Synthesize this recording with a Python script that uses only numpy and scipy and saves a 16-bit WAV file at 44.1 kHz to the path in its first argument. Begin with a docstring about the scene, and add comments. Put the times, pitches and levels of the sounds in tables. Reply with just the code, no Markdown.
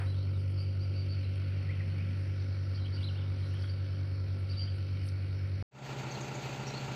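"""Idling diesels: hillside terrace and filling station

A six-cylinder diesel idles below a terrace, its exhaust harmonics beating against a second hum; birds
chirp and a far vehicle speeds up. The terrace cuts off abruptly and a filling station fades in: a heavy
engine drones, a lighter diesel clatters as its firings excite the block, and birds call."""
import sys
import numpy as np
from scipy import signal
from scipy.fft import rfft, irfft, next_fast_len
from scipy.io import wavfile
from scipy.ndimage import uniform_filter1d, map_coordinates

SR = 44100
rng = np.random.default_rng(int(sys.argv[2]) if len(sys.argv) > 2 else 0)


def unload_wav(signal):
    """Save mono or channel-first audio to the path in sys.argv[1] as 16-bit WAV at rate SR, clipped to [-1, 1]."""
    wavfile.write(
        sys.argv[1],
        SR,
        np.round(np.clip(np.atleast_2d(signal).T, -1, 1) * 32767).astype(np.int16),
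    )


N = 306495
T = np.arange(N) / SR


def gain_of(db):
    """Amplitude ratio of a level in decibels."""
    return 10 ** (np.asarray(db) / 20)

def unit_rms(x):
    """Normalisation to unit power."""
    return x / np.sqrt(np.mean(x ** 2) + 1e-20)

def bell(at_s, width_s):
    """Gaussian envelope of height 1."""
    return np.exp(-((T - at_s) / width_s) ** 2)

def drift(hz):
    """Slow modulation at rms 1: sinusoids of random phase superposed, up to hz."""
    t, rates = T[::100], hz * np.geomspace(.1, 1, 20)
    slow = np.sin(2 * np.pi * (rates[:, None] * t + rng.random((20, 1)))).sum(0)
    return np.interp(T, t, unit_rms(slow))

def tremor(hz):
    """Fast modulation at rms 1: noise low-passed at hz."""
    return unit_rms(signal.sosfilt(signal.butter(4, hz, fs=SR, output="sos"), rng.standard_normal(N)))

def coloured(x, spectrum, resonances=()):
    """Filtering by a spectral envelope with Lorentzian peaks; the result has rms 1."""
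    hz, db = np.transpose(spectrum)
    size = next_fast_len(N)
    f = np.fft.rfftfreq(size, 1 / SR)
    shape_db = np.interp(np.log(f + 1), np.log(hz), db)
    shape_db += sum(lift / (1 + (2 * (f - at) / width) ** 2) for at, width, lift in resonances)
    return unit_rms(irfft(rfft(x, size) * gain_of(shape_db), size)[:N])


def exhaust(firing_hz, orders, swell_s, waver):
    """Periodic firing gives a harmonic series; weak orders waver more than the pipe's main note."""
    turns = firing_hz * (T - swell_s)
    top_db = max(db for _, db in orders)
    out = np.zeros(N)
    for order, db in orders:
        weak = db < top_db
        unrest = waver * (1 if weak else .1)
        phase = 2 * np.pi * (order * turns + weak * rng.random()) + unrest * drift(4)
        out += gain_of(db) * (1 + unrest * drift(3.8)) * np.cos(phase)
    return np.sqrt(2) * out

def beating_hum(hz, swell_s, db, waver):
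    """A second machine just below the exhaust note: the two beat, adding in phase near swell_s."""
    amplitude = np.sqrt(2) * gain_of(db) * (1 + waver * drift(1.1))
    return amplitude * np.cos(2 * np.pi * hz * (T - swell_s) + waver * drift(3.5))

def clatter(firing_hz, block, cylinders, knock, ring_s, jitter_s):
    """Impact excitation: each cylinder knocks in its own way, repeating with every engine cycle."""
    count = len(cylinders)
    firings = firing_hz * (T + jitter_s * drift(6)) % count
    pattern = rng.standard_normal(int(count * SR / firing_hz) + 2)
    rattle = map_coordinates(pattern, [firings * SR / firing_hz], order=3, mode="wrap")
    age = (firings % 1) / firing_hz / ring_s
    blows = gain_of(cylinders)[firings.astype(int) % count] * age * np.exp(1 - age)  # rings up, dies
    return coloured(rattle * (1 + knock * blows), block)

# Exhaust harmonics: order, level/dB before settling
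IDLE_HARMONICS = [(1, -65), (2, -33), (3, -47.5), (4, -61), (5, -59), (6, -60), (7, -67), (8, -66),
                  (10, -70), (11, -66.5), (12, -67.5)]
# Spectral envelope of the block: f/Hz, relative level/dB
IDLE_BLOCK_SPECTRUM = [(50, -12), (110, 8), (280, -2.5), (420, 4.5), (550, -8), (720, -6), (1000, -24.5),
                       (1380, -17), (1750, -15.5), (2250, -17), (3200, -19), (6000, -52), (10000, -79.5)]
# Cylinder knocks in firing order: relative level/dB
IDLE_KNOCKS = [9, -0.5, -3.5, -4, -10.5, 0.5]

def idling_diesel():
    """Six cylinders drive exhaust and block; the exhaust settles exponentially and beats with a hum."""
    firing_hz, swell_s = 47.85, .082
    settling = gain_of(-1.2 + 2.5 * np.exp(-T / 2.2))
    hum = settling * exhaust(firing_hz, IDLE_HARMONICS, swell_s, waver=.095)
    hum += beating_hum(85.8, swell_s, db=-48.5, waver=.14)
    block = clatter(firing_hz, IDLE_BLOCK_SPECTRUM, IDLE_KNOCKS, knock=1, ring_s=.0036, jitter_s=99e-6)
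    return hum + gain_of(-60.5) * block

# Exhaust harmonics: order, level/dB
HEAVY_HARMONICS = [(2, -63), (4, -44), (5, -58.5), (6, -55.5), (8, -59.5), (10, -63), (12, -60.5)]

def heavy_engine():
    """A harmonic drone whose fourth order beats against a second machine."""
    firing_hz, swell_s = 33.925, 5.915
    drone = exhaust(firing_hz, HEAVY_HARMONICS, swell_s, waver=.099)
    return drone + beating_hum(122.7, swell_s, db=-48, waver=.11)

# Spectral envelope of the block: f/Hz, relative level/dB
LIGHT_BLOCK_SPECTRUM = [(50, -9), (120, 4.5), (450, 3.5), (700, 0), (860, 4.5), (1080, -6.5), (1400, -4),
                        (1750, -8), (2350, -6.5), (3400, -14), (4500, -17), (5200, -26), (7500, -17),
                        (8400, -27), (9000, -45), (12000, -83)]
# Cylinder knocks in firing order: relative level/dB
LIGHT_KNOCKS = [1.5, -.5, -2, 2]
# Modes of the metal: f/Hz, level/dB, decay time/s
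METAL_MODES = [(1180, -55.5, .018), (1400, -50.5, .018), (1760, -57.5, .015), (2330, -54.5, .026),
               (2690, -50.5, .014), (2830, -56.5, .026)]

def light_diesel():
    """Four cylinders clatter; once a cycle the hardest knock excites damped modes of the metal."""
    firing_hz, rise_s, uneven_db = 28.35, .003, 2
    block = clatter(firing_hz, LIGHT_BLOCK_SPECTRUM, LIGHT_KNOCKS,
                    knock=1.05, ring_s=.0036, jitter_s=30e-6)
    age = (firing_hz * T - np.argmax(LIGHT_KNOCKS)) % len(LIGHT_KNOCKS) / firing_hz
    ring = np.zeros(N)
    for hz, db, decay_s in METAL_MODES:
        envelope = gain_of(db + uneven_db * drift(4)) * np.exp(-age / decay_s)
        ring += envelope * np.sin(2 * np.pi * (hz * age + rng.random()))
    return gain_of(-45.9) * block + np.minimum(age / rise_s, 1) * ring


def progress(length):
    """Normalised time, 0 to 1 over a note."""
    return np.linspace(0, 1, round(length * SR), endpoint=False)

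def cheep(start, length, top_hz, db, rasp):
    """A parabolic frequency arch with a late top."""
    u = progress(length)
    scoop, top_at = .066, .58
    hz = top_hz * (1 - scoop * (1 - u / top_at) ** 2)
    return start, hz, gain_of(db) * np.sqrt(np.sin(np.pi * u)), rasp

def swoop(start, length, foot_hz, top_hz, climb_db, top_db, drop_db, rasp):
    """A frequency sweep: a climb, a top that sags in pitch and level, and a quicker drop."""
    u = progress(length)
    rise, fall, edge_s = .35, .23, .0034
    top_end = 1 - fall
    sag = np.sin(np.pi * np.clip((u - rise) / (top_end - rise), 0, 1)) ** 2
    height = np.minimum((u / rise) ** 2, ((1 - u) / fall) ** 3).clip(max=1) - .14 * sag
    stages = [0, rise * .6, rise, top_end, top_end + fall / 3, 1 - fall / 2, 1]
    db = np.interp(u, stages, [climb_db - 6, climb_db, top_db, top_db, drop_db, drop_db, drop_db - 6])
    edges = np.minimum(np.minimum(u, 1 - u) * length / edge_s, 1)
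    return start, foot_hz + (top_hz - foot_hz) * height, edges * gain_of(db - 6 * sag), rasp

def glide(start, length, start_hz, end_hz, db, rasp):
    """A linear frequency sweep."""
    u = progress(length)
    return start, start_hz + (end_hz - start_hz) * u, gain_of(db) * np.sqrt(np.sin(np.pi * u)), rasp

def bird_voice(notes, flutter_db, overtone_db):
    """Random frequency and amplitude modulation make a whistle and its octave raspy."""
    out = np.zeros(N)
    shake, flutter = tremor(380), tremor(130)
    for start, hz, strength, rasp in notes:
        on = round(start * SR) + np.arange(len(hz))
        phase = 2 * np.pi * np.cumsum(hz * (1 + rasp * shake[on])) / SR
        swell = np.sqrt(2) * strength * gain_of(flutter_db * np.tanh(flutter[on]))
        out[on] += swell * (np.sin(phase) + gain_of(overtone_db) * np.sin(2 * phase))
    return out

def scattered(x, wet_db, t60):
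    """Scattering from walls and trees adds sparse, exponentially decaying echoes."""
    t = T[:SR // 2]
    taps = rng.standard_normal(len(t)) * (rng.random(len(t)) < 2000 / SR)
    taps *= (t > .008) * gain_of(-60 * t / t60)
    return x + gain_of(wet_db) * signal.fftconvolve(x, taps / np.linalg.norm(taps))[:N]

# Swooping calls: t/s, duration/s, foot f/Hz, top f/Hz, climb level/dB, top level/dB, drop level/dB
NEAR_SWOOPS = [(1.681, 0.14, 1880, 3000, -51, -68, -50.5), (1.984, 0.12, 2220, 2900, -53, -67, -63),
               (3.007, 0.097, 2760, 4060, -53, -49.5, -50.5), (3.157, 0.075, 2780, 3600, -55, -63, -58),
               (6.09, .072, 4150, 4800, -52, -62, -51), (6.645, 0.068, 4050, 4500, -53, -62, -51),
               (6.734, 0.058, 3990, 4480, -50, -49.5, -50)]
# Thin sliding notes: t/s, duration/s, start f/Hz, end f/Hz, level/dB
NEAR_GLIDES = [(0.126, .115, 3280, 4320, -65.5), (0.33, 0.055, 3900, 3670, -66.5),
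               (1.229, 0.035, 4300, 3900, -60), (2.795, 0.072, 4230, 3940, -61.5),
               (2.846, .028, 2896, 3280, -55.5), (3.412, 0.071, 4200, 3910, -62.5),
               (3.508, 0.069, 2740, 3270, -59), (4.524, 0.053, 4000, 3580, -63.5)]
# Arched calls: t/s, duration/s, top f/Hz, level/dB, rasp (relative frequency deviation)
FAR_CHEEPS = [(0.06, 0.069, 4040, -58.5, 0.0085), (0.207, 0.064, 4350, -65.5, .015),
              (0.569, 0.077, 4660, -54.5, 0.025), (0.8, .057, 4730, -57, .018),
              (0.932, 0.11, 4610, -57, 0.017), (1.088, 0.057, 4565, -52, 0.019),
              (2.741, 0.042, 4640, -56, 0.043), (2.774, 0.026, 3200, -59.5, 0.039),
              (2.925, 0.05, 4630, -54, 0.02), (2.972, 0.031, 2930, -58, 0.035),
              (3.602, 0.091, 3280, -62.5, 0.045), (3.682, 0.048, 4650, -52.5, 0.025),
              (4.49, 0.04, 4630, -51.5, 0.027), (4.56, 0.059, 4730, -47.5, 0.012),
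              (4.604, 0.042, 4760, -50, .016), (4.62, 0.05, 4520, -59, .03),
              (4.588, 0.038, 3130, -56, 0.04), (4.666, 0.039, 3130, -60, .04),
              (4.997, 0.038, 3010, -61.5, .02)]
# Hoarse, falling chips across the station: t/s, duration/s, start f/Hz, level/dB
FARTHEST_CHIPS = [(6.11, 0.022, 6420, -53.5), (6.207, 0.016, 6950, -50), (6.34, 0.026, 6850, -53.5),
                  (6.663, 0.03, 5900, -52.5)]

def birds():
    """The ratio of reverberant to direct sound grows with a bird's distance."""
    calls = [swoop(*row, rasp=.025) for row in NEAR_SWOOPS]
    calls += [glide(*row, rasp=.036) for row in NEAR_GLIDES]
    chips = [glide(t, length, hz, .94 * hz, db, rasp=.045) for t, length, hz, db in FARTHEST_CHIPS]
    near = bird_voice(calls, flutter_db=5.5, overtone_db=-42)
    far = bird_voice([cheep(*row) for row in FAR_CHEEPS], flutter_db=5, overtone_db=-38)
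    farthest = bird_voice(chips, flutter_db=5, overtone_db=-42)
    return (scattered(near, wet_db=-6, t60=.25) + scattered(far, wet_db=-5.5, t60=.43)
            + scattered(farthest, wet_db=-3.5, t60=.5))


# Engine harmonics: order, relative level/dB
VEHICLE_HARMONICS = [(2, -4), (3, 0), (4, -3)]

def far_vehicle():
    """Harmonics sweep through the pipe's resonance as the engine gathers speed, spurts and lets go."""
    start_s, end_s, attack_s, release_s = 1.1, 2.14, .9, .04
    pipe_hz, bandwidth_hz = 174, 110
    t = np.clip(T, start_s, end_s)
    spurt_hz = 7.3 * np.exp((t - end_s) / .085)
    hz = 48.5 + 6 * (t - start_s) + spurt_hz
    turns = np.cumsum(hz) / SR
    note = np.zeros(N)
    for order, db in VEHICLE_HARMONICS:
        pipe = 1 / np.hypot(1, 2 * (order * hz - pipe_hz) / bandwidth_hz)
        note += gain_of(db) * pipe * (1 + .094 * drift(17)) * np.sin(2 * np.pi * order * turns)
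    effort = np.clip(np.minimum((T - start_s) / attack_s, 1 + (end_s - T) / release_s), 0, 1)
    return np.sqrt(2) * gain_of(-48.3) * effort * note

def puff(peak_s, db, hz, width_hz, rise_s, decay_s):
    """Band-limited noise with exponential rise and decay."""
    out = np.zeros(N)
    on = (T > peak_s - 6 * rise_s - .05) & (T < peak_s + 6 * decay_s + .05)
    edges = np.clip([hz - width_hz / 2, hz + width_hz / 2], 20, SR / 2 - 20)
    band = signal.butter(4, edges, "band", fs=SR, output="sos")
    noise = unit_rms(signal.sosfilt(band, rng.standard_normal(N)[on]))
    age = T[on] - peak_s
    out[on] = gain_of(db) * noise * np.exp(-np.maximum(-age / rise_s, age / decay_s))
    return out

# Sharp ticks: t/s, level/dB, centre f/Hz
CLOSE_TICKS = [(.305, -61, 4660), (1.357, -69, 9400), (1.368, -67, 9400), (3.54, -53, 1750),
               (3.54, -65, 9800), (3.623, -52, 4930), (3.642, -47.5, 1750), (5.087, -49, 5200)]
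# Thin swishes: t/s, level/dB, rise time/s, decay time/s
HIGH_SWISHES = [(.015, -71.5, .03, .1), (.4, -75, .04, 0.052), (.51, -72, .02, 0.018),
                (.61, -75.5, .03, 0.028), (2.22, -79, 0.088, 0.068), (3.04, -73.5, 0.048, 0.039),
                (3.47, -76, .05, 0.045), (3.63, -74, 0.061, 0.06), (4.4, -72, .015, .015),
                (4.76, -73.5, .02, .024), (5.075, -63, 0.023, 0.025)]

def scuffs():
    """Noise transients close by: ticks, high swishes and one duller scuff."""
    ticks = sum(puff(*row, width_hz=1260, rise_s=.00083, decay_s=.0051) for row in CLOSE_TICKS)
    swishes = sum(puff(t, db, hz=9800, width_hz=3000, rise_s=rise, decay_s=decay)
                  for t, db, rise, decay in HIGH_SWISHES)
    return ticks + swishes + puff(.012, db=-46, hz=1400, width_hz=2100, rise_s=.022, decay_s=.039)

# Soft rustles: peak t/s, half duration/s, level/dB, centre f/Hz
RUSTLE_SWELLS = [(1.749, 1, -59, 2288), (2.45, .5, -72, 5320), (3.152, 0.44, -62.5, 1081),
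                 (3.346, 0.53, -68.5, 3600), (3.549, 0.15, -67.5, 5230), (3.599, 0.92, -64.5, 1745),
                 (5.401, 1, -63.5, 2078)]

def rustle(width_hz=920, darken_hz_per_s=380):
    """Noise on a falling carrier: bands that darken as they swell and sink."""
    noise = rng.standard_normal(N) + 1j * rng.standard_normal(N)
    band = signal.sosfilt(signal.butter(2, width_hz / 2, fs=SR, output="sos"), noise)
    out = np.zeros(N)
    for peak_s, half_length, db, hz in RUSTLE_SWELLS:
        carrier = np.exp(2j * np.pi * np.cumsum(hz - darken_hz_per_s * (T - peak_s)) / SR)
        shifted = (np.roll(band, rng.integers(N)) * carrier).real
        out += gain_of(db) * bell(peak_s, half_length) * unit_rms(shifted)
    return out

# Spectral lines of other machines and ringing panels: f/Hz, level/dB
TERRACE_LINES = [(25.9, -64), (103.7, -60.5), (295, -68), (343, -65.5), (375, -68.5), (534.3, -66),
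                 (548, -72.5), (1348, -72), (13168, -103), (13361, -103)]
STATION_LINES = [(594, -57.5), (797, -58.5), (615, -70), (964, -61.5), (1374, -60.5), (1480, -70)]

def machine_tones(lines, waver):
    """Steady vibration gives a line spectrum, here with slight phase modulation."""
    return np.sqrt(2) * sum(
        gain_of(db) * np.sin(2 * np.pi * (hz * T + rng.random()) + waver * drift(3.3))
        for hz, db in lines)

def air(spectrum, resonances, patchy_db, flicker_db):
    """Broadband noise modulated in time and frequency: patches drift and the treble flickers."""
    hz, _, z = signal.stft(rng.standard_normal(N), SR, nperseg=512, noverlap=384)
    across_frequency = uniform_filter1d(rng.standard_normal(z.shape), 8, 0)
    patches = unit_rms(uniform_filter1d(across_frequency, 22, 1))
    flicker = unit_rms(uniform_filter1d(rng.standard_normal(z.shape[1]), 10))
    treble = (hz / (hz + 1000))[:, None]
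    z *= gain_of(treble * (patchy_db * patches + flicker_db * flicker))
    return coloured(signal.istft(z, nperseg=512, noverlap=384)[1][:N], spectrum, resonances)

# Dips in the hiss: deepest t/s, half duration/s, centre f/Hz, slide/(Hz/s), gain/dB
HISS_NOTCHES = [(.45, 0.53, 1610, -100, -5), (.48, 0.29, 3950, -1100, -6), (1.903, 0.54, 4740, -1400, -2.5),
                (2.53, 0.13, 2980, -1400, -5), (4.198, 0.2, 2930, 201, -6), (5.35, 0.36, 3130, 150, -4)]

def hollowed(x, relative_width=.11):
    """Shallow, sliding Gaussian notches make the sound hollow here and there."""
    hz, t, z = signal.stft(x, SR, nperseg=1024, noverlap=768)
    for at_s, half_length, centre_hz, slide, db in HISS_NOTCHES:
        detuning = (hz[:, None] - centre_hz - slide * (t - at_s)) / (relative_width * centre_hz)
        z *= gain_of(db * np.exp(-detuning ** 2 - ((t - at_s) / half_length) ** 2))
    return signal.istft(z, nperseg=1024, noverlap=768)[1][:N]

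# Distant traffic and open air: f/Hz, relative level/dB
VALLEY_SPECTRUM = [(30, -20.5), (65, 7.5), (150, 1), (300, -4.5), (600, -13), (950, -21.5), (1400, -18.5),
                   (1800, -22), (2500, -19.5), (3150, -19), (3400, -26), (4100, -22), (4500, -21),
                   (5900, -29), (6150, -49), (7000, -54.5), (8000, -54.5), (8200, -42), (9200, -40.5),
                   (11850, -43), (12100, -62), (15500, -70)]
# Resonances in the hiss: f/Hz, bandwidth/Hz, gain/dB
VALLEY_RESONANCES = [(1330, 95, 3), (1468, 100, 7), (2247, 58, 9.5), (4420, 170, 6.5), (4750, 59, 4.5),
                     (5240, 56, 9)]

def valley_air(firing_hz=47.85):
    """Ambient noise whose hiss is amplitude-modulated by the diesel's firings and dips once."""
    valley = gain_of(-50) * air(VALLEY_SPECTRUM, VALLEY_RESONANCES, patchy_db=2, flicker_db=.6)
    low = signal.sosfiltfilt(signal.butter(2, 900, fs=SR, output="sos"), valley)
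    puffing = unit_rms(1 + .5 * np.cos(np.pi * firing_hz * T) ** 8)
    hiss_db = 2 - bell(.59, width_s=.41)
    return low + hollowed(valley - low) * puffing * gain_of(hiss_db)

# Distant traffic and open air: f/Hz, relative level/dB
STATION_SPECTRUM = [(30, -24), (110, 1.5), (300, -7.5), (800, -1), (1200, -10), (2500, -6), (4600, -16),
                    (4900, -19), (7400, -18.5), (9000, -45), (11300, -50), (11700, -32), (15500, -33.5)]
# Resonances in the hiss: f/Hz, bandwidth/Hz, gain/dB
STATION_RESONANCES = [(2660, 340, 1.5), (4550, 750, 7.5), (6480, 430, 7.8)]

def station_air():
    """Ambient noise with a continuous spectrum and three treble resonances."""
    return gain_of(-49) * air(STATION_SPECTRUM, STATION_RESONANCES, patchy_db=1.5, flicker_db=2)


def scene():
    """Superposition: the terrace stops dead, then the station fades in and keeps growing a little."""
    cut_s, fade_start_s, fade_s, growth_db_per_s = 5.626, 5.711, .205, .84
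    terrace = idling_diesel() + far_vehicle() + scuffs() + rustle()
    terrace += machine_tones(TERRACE_LINES, waver=.41) + valley_air()
    station = heavy_engine() + light_diesel() + machine_tones(STATION_LINES, waver=.32) + station_air()
    cut = np.clip((cut_s - T) / .00025, 0, 1)
    since = T - fade_start_s
    fade_in = np.clip(since / fade_s, 0, 1) * gain_of(growth_db_per_s * since)
    return (cut * terrace + fade_in * station + birds())[None]

def record(dry):
    """Band limiting by a linear-phase low-pass filter at 15.5 kHz."""
    low_pass = signal.firwin(511, 15500, window=("kaiser", 9), fs=SR)
    return signal.oaconvolve(dry, low_pass[None], "same")


dry = scene()
out = record(dry)
unload_wav(out)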